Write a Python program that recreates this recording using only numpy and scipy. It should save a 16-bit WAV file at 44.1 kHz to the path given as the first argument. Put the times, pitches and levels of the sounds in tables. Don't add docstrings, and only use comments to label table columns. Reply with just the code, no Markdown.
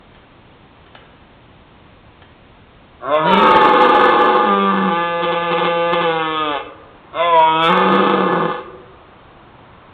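import sys
import numpy as np
from scipy import signal
from scipy.fft import rfft, irfft, next_fast_len
from scipy.io import wavfile
from scipy.ndimage import uniform_filter1d, map_coordinates

SR = 44100
rng = np.random.default_rng(int(sys.argv[2]) if len(sys.argv) > 2 else 0)


def int16_out(signal):
    q = np.round(np.clip(np.atleast_2d(signal).T, -1, 1) * 32767)
    wavfile.write(sys.argv[1], SR, q.astype(np.int16))


N = 437913

# frequency in Hz, relative level in dB.
HISS_SPECTRUM = [(12, -35.5), (20, -6.5), (108, -1.5), (157, -5), (327, -8), (417, -11), (446, -12),
                 (476, -9), (569, -12.5), (990, -13.5), (1510, -18.5), (2870, -20), (4000, -23.5),
                 (5200, -59), (8800, -120)]
MURMUR_SPECTRUM = [(150, -36), (250, -13), (352, -6.5), (420, -5.5), (481, -7.5), (563, -3), (611, -4),
                   (1110, -1.5), (3000, -26.5), (3900, -65.5), (6600, -120)]
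# time in seconds, level in dB.
MURMUR_LEVEL = [(0, -55), (2.9, -58), (6.9, -47), (9.2, -47), (9.9, -47)]
# frequency in Hz, 60 dB decay time in seconds, relative level in dB.
FOLIAGE_DECAY = [(500, 0.23, -6.5), (1200, 0.32, -9.5), (2270, 0.43, 0.5), (4100, 0.33, -7.5)]
TRUNK_DECAY = [(150, 0.34, -0.5), (410, 1.52, 8.5), (670, 0.45, -2), (1200, 1.1, -0.5), (4070, 0.49, -8.5)]
# start in seconds, relative peak level in dB.
SNAPS = [(0.148, -33), (0.179, -38), (0.77, -38), (0.864, -35), (0.95, -21.5), (2.22, -30.5)]
# nominal frequency in Hz, width in Hz, relative level in dB.
TWIG_MODES = [(850, 230, -4), (1460, 470, -7), (2300, 340, -17), (3160, 300, -8)]
MOAN_MODES = [(527, 22, -14), (631.5, 20, -5), (1001.6, 44, 5.5), (1407, 40, -11), (1410, 37, -13),
              (1672, 14, -10), (1980, 13, 1), (2290, 200, -18.5), (2620, 220, -21.5), (3130, 150, -32),
              (3350, 180, -14.5)]
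GROAN_MODES = [(320, 40, 3), (520, 52, -10.5), (665, 180, -9), (805, 110, -13.5), (940, 290, -3.5),
               (1100, 43, -2), (1252, 56, 11), (1490, 90, -5), (1720, 40, -10), (2000, 28, -13),
               (2316, 17, -5), (2626, 76, -10), (2920, 100, -21), (3394, 270, -8)]
ROAR_MODES = [(208, 40, -4.5), (357, 28, 2), (490.8, 21, 6), (670, 90, -18.5), (837.6, 25.7, 5),
              (926, 290, -9.5), (1065, 33, 4.5), (1198, 44.3, 4), (1390, 120, -31.5), (1487, 115, -7),
              (1719, 27, -4.5), (2014, 28, -11), (2115, 93, -13), (2396, 42, -12), (2653, 130, -15),
              (3040, 75, -14.5), (3357, 75, -12), (3690, 710, -18)]
REST_TUNING = [.96, 0.98, 1]
# time in seconds, added factor.
STRETCHES = [(3.0, 0.18), (3.26, 0.14), (7.1, 0.15), (7.67, 0.039)]
# start in seconds, end in seconds.
ROARS = [(3.0, 6.69), (7.115, 8.7)]
# time in seconds, relative level in dB.
FIRST_EFFORT = [(3.0, -39), (3.04, -25.5), (3.15, -10.5), (3.2, -17.5), (3.33, -9.5), (4.08, -9.5),
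                (4.16, -12.5), (4.53, -12.5), (5.18, -18), (5.24, -17), (6.11, -15), (6.19, -19),
                (6.57, -20), (6.62, -33)]
SECOND_EFFORT = [(7.11, -45.5), (7.152, -25), (7.212, -14), (7.324, -11.5), (7.356, -9), (7.438, -10),
                 (7.528, -17.5), (7.71, -10), (7.856, -12), (8.438, -15), (8.546, -22), (8.66, -41.5)]
# time in seconds, nominal frequency in Hz.
CLIMB = [(3.02, 117), (3.124, 148.8), (3.178, 156.4), (3.236, 155.8), (3.302, 189.8), (3.35, 192.1)]
ARCH = [(3.39, 209.3), (3.552, 239.8), (4.07, 240.9), (4.298, 218.2), (4.44, 218.1)]
EASE = [(4.5, 200.3), (4.828, 191.3), (4.87, 192.2)]
HOLD = [(4.9, 169.94), (6.03, 169.94)]
SINK = [(6.06, 166.1), (6.116, 162.7), (6.412, 154.4), (6.522, 145), (6.59, 132.5)]
SWOOP = [(7.12, 109.0), (7.15, 141.9), (7.178, 159.9), (7.226, 170.8), (7.27, 171.4), (7.39, 160.9),
         (7.54, 159.2), (7.68, 165.1)]
LOW_ARCH = [(7.71, 181.8), (8.022, 197.8), (8.132, 195.6), (8.432, 167), (8.48, 167.1)]
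# centre in seconds, length in seconds, depth from 0 to 1.
CRACKS = [(5.242, 0.03544, 1), (5.331, .028, .9), (5.443, 0.032, .4), (5.524, .028, 0.99),
          (5.592, .026, 0.97), (5.652, 0.0471, .9), (5.941, .03, 1), (6.029, .038, .85)]
BAND_EDGES = [280, 430, 740, 1900]
VOICE_BANDS = {"muffled": (-10, -11, -5, -2.5, -21), "bleat": (-27.5, -22.5, -1.5, -2.5, -16),
               "moan": (-30, -25, -6, -.5, -16.5), "groan": (-16, -11, -9, -1.5, -10.5),
               "held": (-17.5, -15.5, -2.5, -5, -15.5), "booming": (-6, -11, -15.5, -2.5, -19),
               "growl": (-4, -10.5, -13, -4.5, -19), "hoarse": (-8, -11, -9, -2.5, -15.5),
               "cracked": (-10.5, -5, -9, -1.5, -9.5), "rattle": (-8, -7, -7.5, -3.5, -17),
               "harsh": (-17.5, -9.5, -7.5, -1, -16.5)}
ROUGHNESS = {"muffled": .12, "bleat": .09, "moan": .03, "groan": .04, "held": .045, "booming": .055,
             "growl": .52, "hoarse": .42, "cracked": .48, "rattle": .69, "harsh": .84}
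# midpoint in seconds, glide in seconds, voicing, larynx drop
# (0 high, 1 halfway, 2 or more at the breastbone), extra rasp in dB.
PHASES = [(2.99, .02, "muffled", 0.17, -5.5), (3.11, .05, "bleat", 0.056, -1),
          (3.19, .03, "muffled", 0.25, 1), (3.26, .05, "hoarse", 1.9, 2), (3.43, .07, "harsh", 2, 0),
          (4.22, .2, "harsh", 2, -2), (4.47, .08, "booming", 2, 0), (4.725, 0.044, "growl", 2, -1),
          (4.895, .04, "groan", 2, -5), (5.07, .15, "held", 2, 0), (6.12, .12, "groan", 2, -1),
          (6.28, .15, "groan", 1.46, 1), (6.535, .04, "bleat", 3, 4.5), (7.0, .02, "muffled", 0.33, 7.5),
          (7.165, .05, "bleat", 0.069, 5), (7.26, .1, "moan", 0, -2.5), (7.49, .08, "groan", 0.51, 1),
          (7.63, .1, "groan", 1.6, 2), (7.695, .03, "hoarse", 2, -0.5), (7.87, .08, "rattle", 1.8, 1),
          (8.2, .2, "rattle", 2, -4.5), (8.5, 0.053, "harsh", 2, 1)]
# frequency in Hz, gain in dB.
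MICROPHONE = [(3700, -0.5), (4000, -11), (4250, -2), (4420, -11), (4620, -52.5), (4900, -100)]


def amp(db):
    return 10 ** (np.asarray(db) / 20)


def unit(x):
    return x / np.sqrt(np.mean(x ** 2) + 1e-20)


def curves(rows, t):
    knots, *columns = np.transpose(rows)
    return [np.interp(t, knots, column) for column in columns]


def wobble(rate):
    knots = rng.standard_normal(int(N * rate / SR) + 4)
    return map_coordinates(knots, [np.arange(N) * rate / SR])


def filtered(x, response):
    size = next_fast_len(N + SR // 4, real=True)
    return irfft(rfft(x, size) * response(np.fft.rfftfreq(size, 1 / SR)), size)[..., :N]


def shaped(x, spectrum):
    knots, db = np.transpose(spectrum)
    return filtered(x, lambda hz: amp(np.interp(np.log(hz + 1), np.log(knots), db)))


def resonances(modes, hz, skirt=1.83):
    return np.sqrt(sum(amp(db) ** 2 / (1 + (2 * (hz - centre) / width) ** 2 / skirt) ** skirt
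                       for centre, width, db in modes))


def minimum_phase(gain):
    cepstrum = irfft(np.log(gain + 1e-6), axis=0)
    half = len(cepstrum) // 2
    cepstrum[1:half] *= 2
    cepstrum[half + 1:] = 0
    return np.exp(rfft(cepstrum, axis=0))


def background_noise(t, hiss_db=-45.5):
    hiss = unit(shaped(rng.standard_normal(N), HISS_SPECTRUM))
    murmur = unit(shaped(rng.standard_normal(N), MURMUR_SPECTRUM))
    murmur_db, = curves(MURMUR_LEVEL, t)
    return amp(hiss_db) * hiss + amp(murmur_db) * murmur


def tree_echoes(x, decay, build_s):
    hz, t, noise = signal.stft(rng.standard_normal(SR * 3 // 2), SR, nperseg=256)
    t60, db = curves(decay, hz[:, None])
    envelope = amp(db - 60 * t / t60) * (1 - np.exp(-t / build_s))
    tail = signal.istft(noise * envelope, SR, nperseg=256)[1]
    return signal.fftconvolve(x, tail / np.linalg.norm(tail))[:N]


def twigs(t60_s=0.051, gain_db=-2):
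    out, t = np.zeros(N), np.arange(4096) / SR
    stick = minimum_phase(resonances(TWIG_MODES, np.fft.rfftfreq(len(t), 1 / SR), skirt=1))
    for start, db in SNAPS:
        burst = rng.standard_normal(len(t)) * amp(-60 * t / t60_s)
        snap = irfft(rfft(burst) * stick)
        out[round(start * SR):][:len(t)] += amp(db + gain_db) * snap / abs(snap).max()
    return out


def glided(t, values):
    out = np.full(len(t), float(values[0]))
    for (midpoint, glide, *_), before, after in zip(PHASES[1:], values, values[1:]):
        out += (after - before) * np.clip((t - midpoint) / glide + .5, 0, 1)
    return out


def throat_tuning(t, drop, rise_s=0.025, sink_s=0.17):
    tuning = np.interp(drop, range(3), REST_TUNING)
    for start, lift in STRETCHES:
        rise = np.clip((t - start) / rise_s + 1, 0, 1)
        tuning += lift * rise * np.exp(-np.maximum(t - start, 0) / sink_s)
    return tuning


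def articulation(t, crack_jump_hz=5, slack_below_db=-24, chest_tuned_hz=160):
    slow = t[::64]
    _, _, voicings, drops, rasps = zip(*PHASES)
    crack = sum(depth * np.clip(2 - 2.5 * abs(slow - centre) / length, 0, 1)
                for centre, length, depth in CRACKS)
    crack = np.clip(crack, 0, 1)

    def voiced(value_of):
        current = glided(slow, [value_of(name) for name in voicings])
        return (1 - crack) * current + crack * value_of("cracked")

    effort, = curves([*FIRST_EFFORT, *SECOND_EFFORT], slow)
    pitch, = curves([*CLIMB, *ARCH, *EASE, *HOLD, *SINK, *SWOOP, *LOW_ARCH], slow)
    pitch += crack_jump_hz * crack
    slack = 0.05 * np.maximum(slack_below_db - effort, 0)
    rough = np.clip(voiced(ROUGHNESS.get) + slack, 0, 1)
    doubling = .2 * voiced(lambda name: name in ("booming", "growl"))
    drop = np.clip(glided(slow, drops), 0, 2)
    tuning = throat_tuning(slow, drop)
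    band_db = [voiced(lambda name: VOICE_BANDS[name][k]) for k in range(len(BAND_EDGES) + 1)]
    band_db[0] -= np.clip(1.4 * (chest_tuned_hz - pitch), 0, 11)
    band_db[-1] += glided(slow, rasps)
    return [np.interp(t, slow, c) for c in (effort, pitch, rough, doubling, drop, tuning, *band_db)]


def whistle(t, start_s=3.225, end_s=4.48, from_hz=974, to_hz=835.6, slide_s=.22, fade_s=.09):
    age = np.maximum(t - start_s, 0)
    hz = to_hz + (from_hz - to_hz) * np.exp(-age / slide_s)
    wander_hz = 12 * unit(uniform_filter1d(rng.standard_normal(N), size=400))
    db = -24 + 21 * np.exp(-age / fade_s)
    gate = np.clip(np.minimum(age, end_s - t) / .025, 0, 1)
    return amp(db) * gate * unit(np.sin(2 * np.pi * np.cumsum(hz + wander_hz) / SR))


def vocal_folds(pitch, rough, doubling, jitter=0.1997, shimmer_db=4, leak=0.013, flow_db=-14):
    chaos = rough ** 1.5
    waver = 1 + .0022 * wobble(70) + .003034 * wobble(11)
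    cycles = np.cumsum(pitch * waver) / SR
    closures = np.flatnonzero(np.diff(np.floor(cycles))) + 1
    period = SR / pitch[closures]
    late, strong = rng.standard_normal((len(closures), 2)).T
    shift = jitter * chaos[closures] * late - cycles[closures] % 1
    place = np.clip(closures + shift * period, 0, N - 2)
    alternation = 1 + doubling[closures] * (-1) ** np.arange(len(closures))
    size = amp(shimmer_db * rough[closures] * strong) * alternation * np.sqrt(period)
    whole, part = place.astype(int), place % 1
    puffs = np.bincount(whole, size * (1 - part), N) + np.bincount(whole + 1, size * part, N)
    swing = np.cos(2 * np.pi * cycles)
    turbulence = (leak + 0.99 * chaos) * unit(rng.standard_normal(N) * (1 + swing) ** 2)
    fundamental = amp(flow_db) * (1 - rough ** 2) * swing
    return puffs + turbulence + fundamental


def throat(source, drop, tuning, rough, chest_hz=190, notch_hz=1920, low_hz=135, high_hz=3850):
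    bins, t, spectra = signal.stft(source, SR, nperseg=2048, noverlap=1536)
    drop, tuning, rough = (np.interp(t * SR, np.arange(N), c) for c in (drop, tuning, rough))
    hz = bins[:, None]
    gain = resonances([(chest_hz, 80, -7)], hz)
    for position, modes in enumerate((MOAN_MODES, GROAN_MODES, ROAR_MODES)):
        share = np.maximum(1 - abs(drop - position), 0)
        gain = gain + share * np.interp(hz / tuning, bins, resonances(modes, bins))
    gain /= np.sqrt(1 + (hz / high_hz) ** 40)
    gain += rough ** 2 * resonances([(4000, 500, -23)], hz)
    gain *= amp(-14 * np.exp(-((hz - notch_hz) / 80) ** 2))
    gain /= np.sqrt(1 + (low_hz / (hz + 1)) ** 8)
    return signal.istft(spectra * minimum_phase(gain), SR, nperseg=2048, noverlap=1536)[1][:N]


def stag(t, gain_db=-1, attack_s=.02, release_s=.12, rattle_db=1.2, surge_db=0.86):
    effort, pitch, rough, doubling, drop, tuning, *band_db = articulation(t)
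    source = vocal_folds(pitch, rough, doubling) + whistle(t)
    voice = throat(source, drop, tuning, rough)
    below = [filtered(voice, lambda hz: 1 / (1 + (hz / edge) ** 24)) for edge in BAND_EDGES]
    bands = np.diff([np.zeros(N), *below, voice], axis=0)
    window = int(.04 * SR)
    balanced = np.zeros(N)
    for band, db in zip(bands, band_db):
        power = uniform_filter1d(uniform_filter1d(band ** 2, window), window)
        balanced += amp(db) * band / np.sqrt(abs(power) + 1e-12)
    gate = sum(np.clip(np.minimum((t - start) / attack_s, (end - t) / release_s), 0, 1)
               for start, end in ROARS)
    flutter_db = rough * (rattle_db * wobble(rate=55) + surge_db * wobble(rate=18))
    return balanced * gate * amp(effort + gain_db + flutter_db)


def scene(near_db=-6, roar_echo_db=-20, twig_echo_db=-8):
    t = np.arange(N) / SR
    roars, snaps = stag(t), twigs()
    near = amp(near_db) * tree_echoes(roars + snaps, FOLIAGE_DECAY, build_s=.003)
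    far = tree_echoes(amp(roar_echo_db) * roars + amp(twig_echo_db) * snaps, TRUNK_DECAY, build_s=.02)
    return (roars + snaps + near + far + background_noise(t))[None]


def record(dry, drive_db=0.21, soft_limit=0.76, hard_limit=.71, top_hz=15870):
    driven = amp(drive_db) * dry
    rounded = driven / (1 + (driven / soft_limit) ** 12) ** (1 / 12)
    narrow = shaped(rounded, MICROPHONE)
    clipped = np.clip(narrow, -hard_limit, hard_limit)
    return filtered(clipped, lambda hz: hz < top_hz)


dry = scene()
out = record(dry)
int16_out(out)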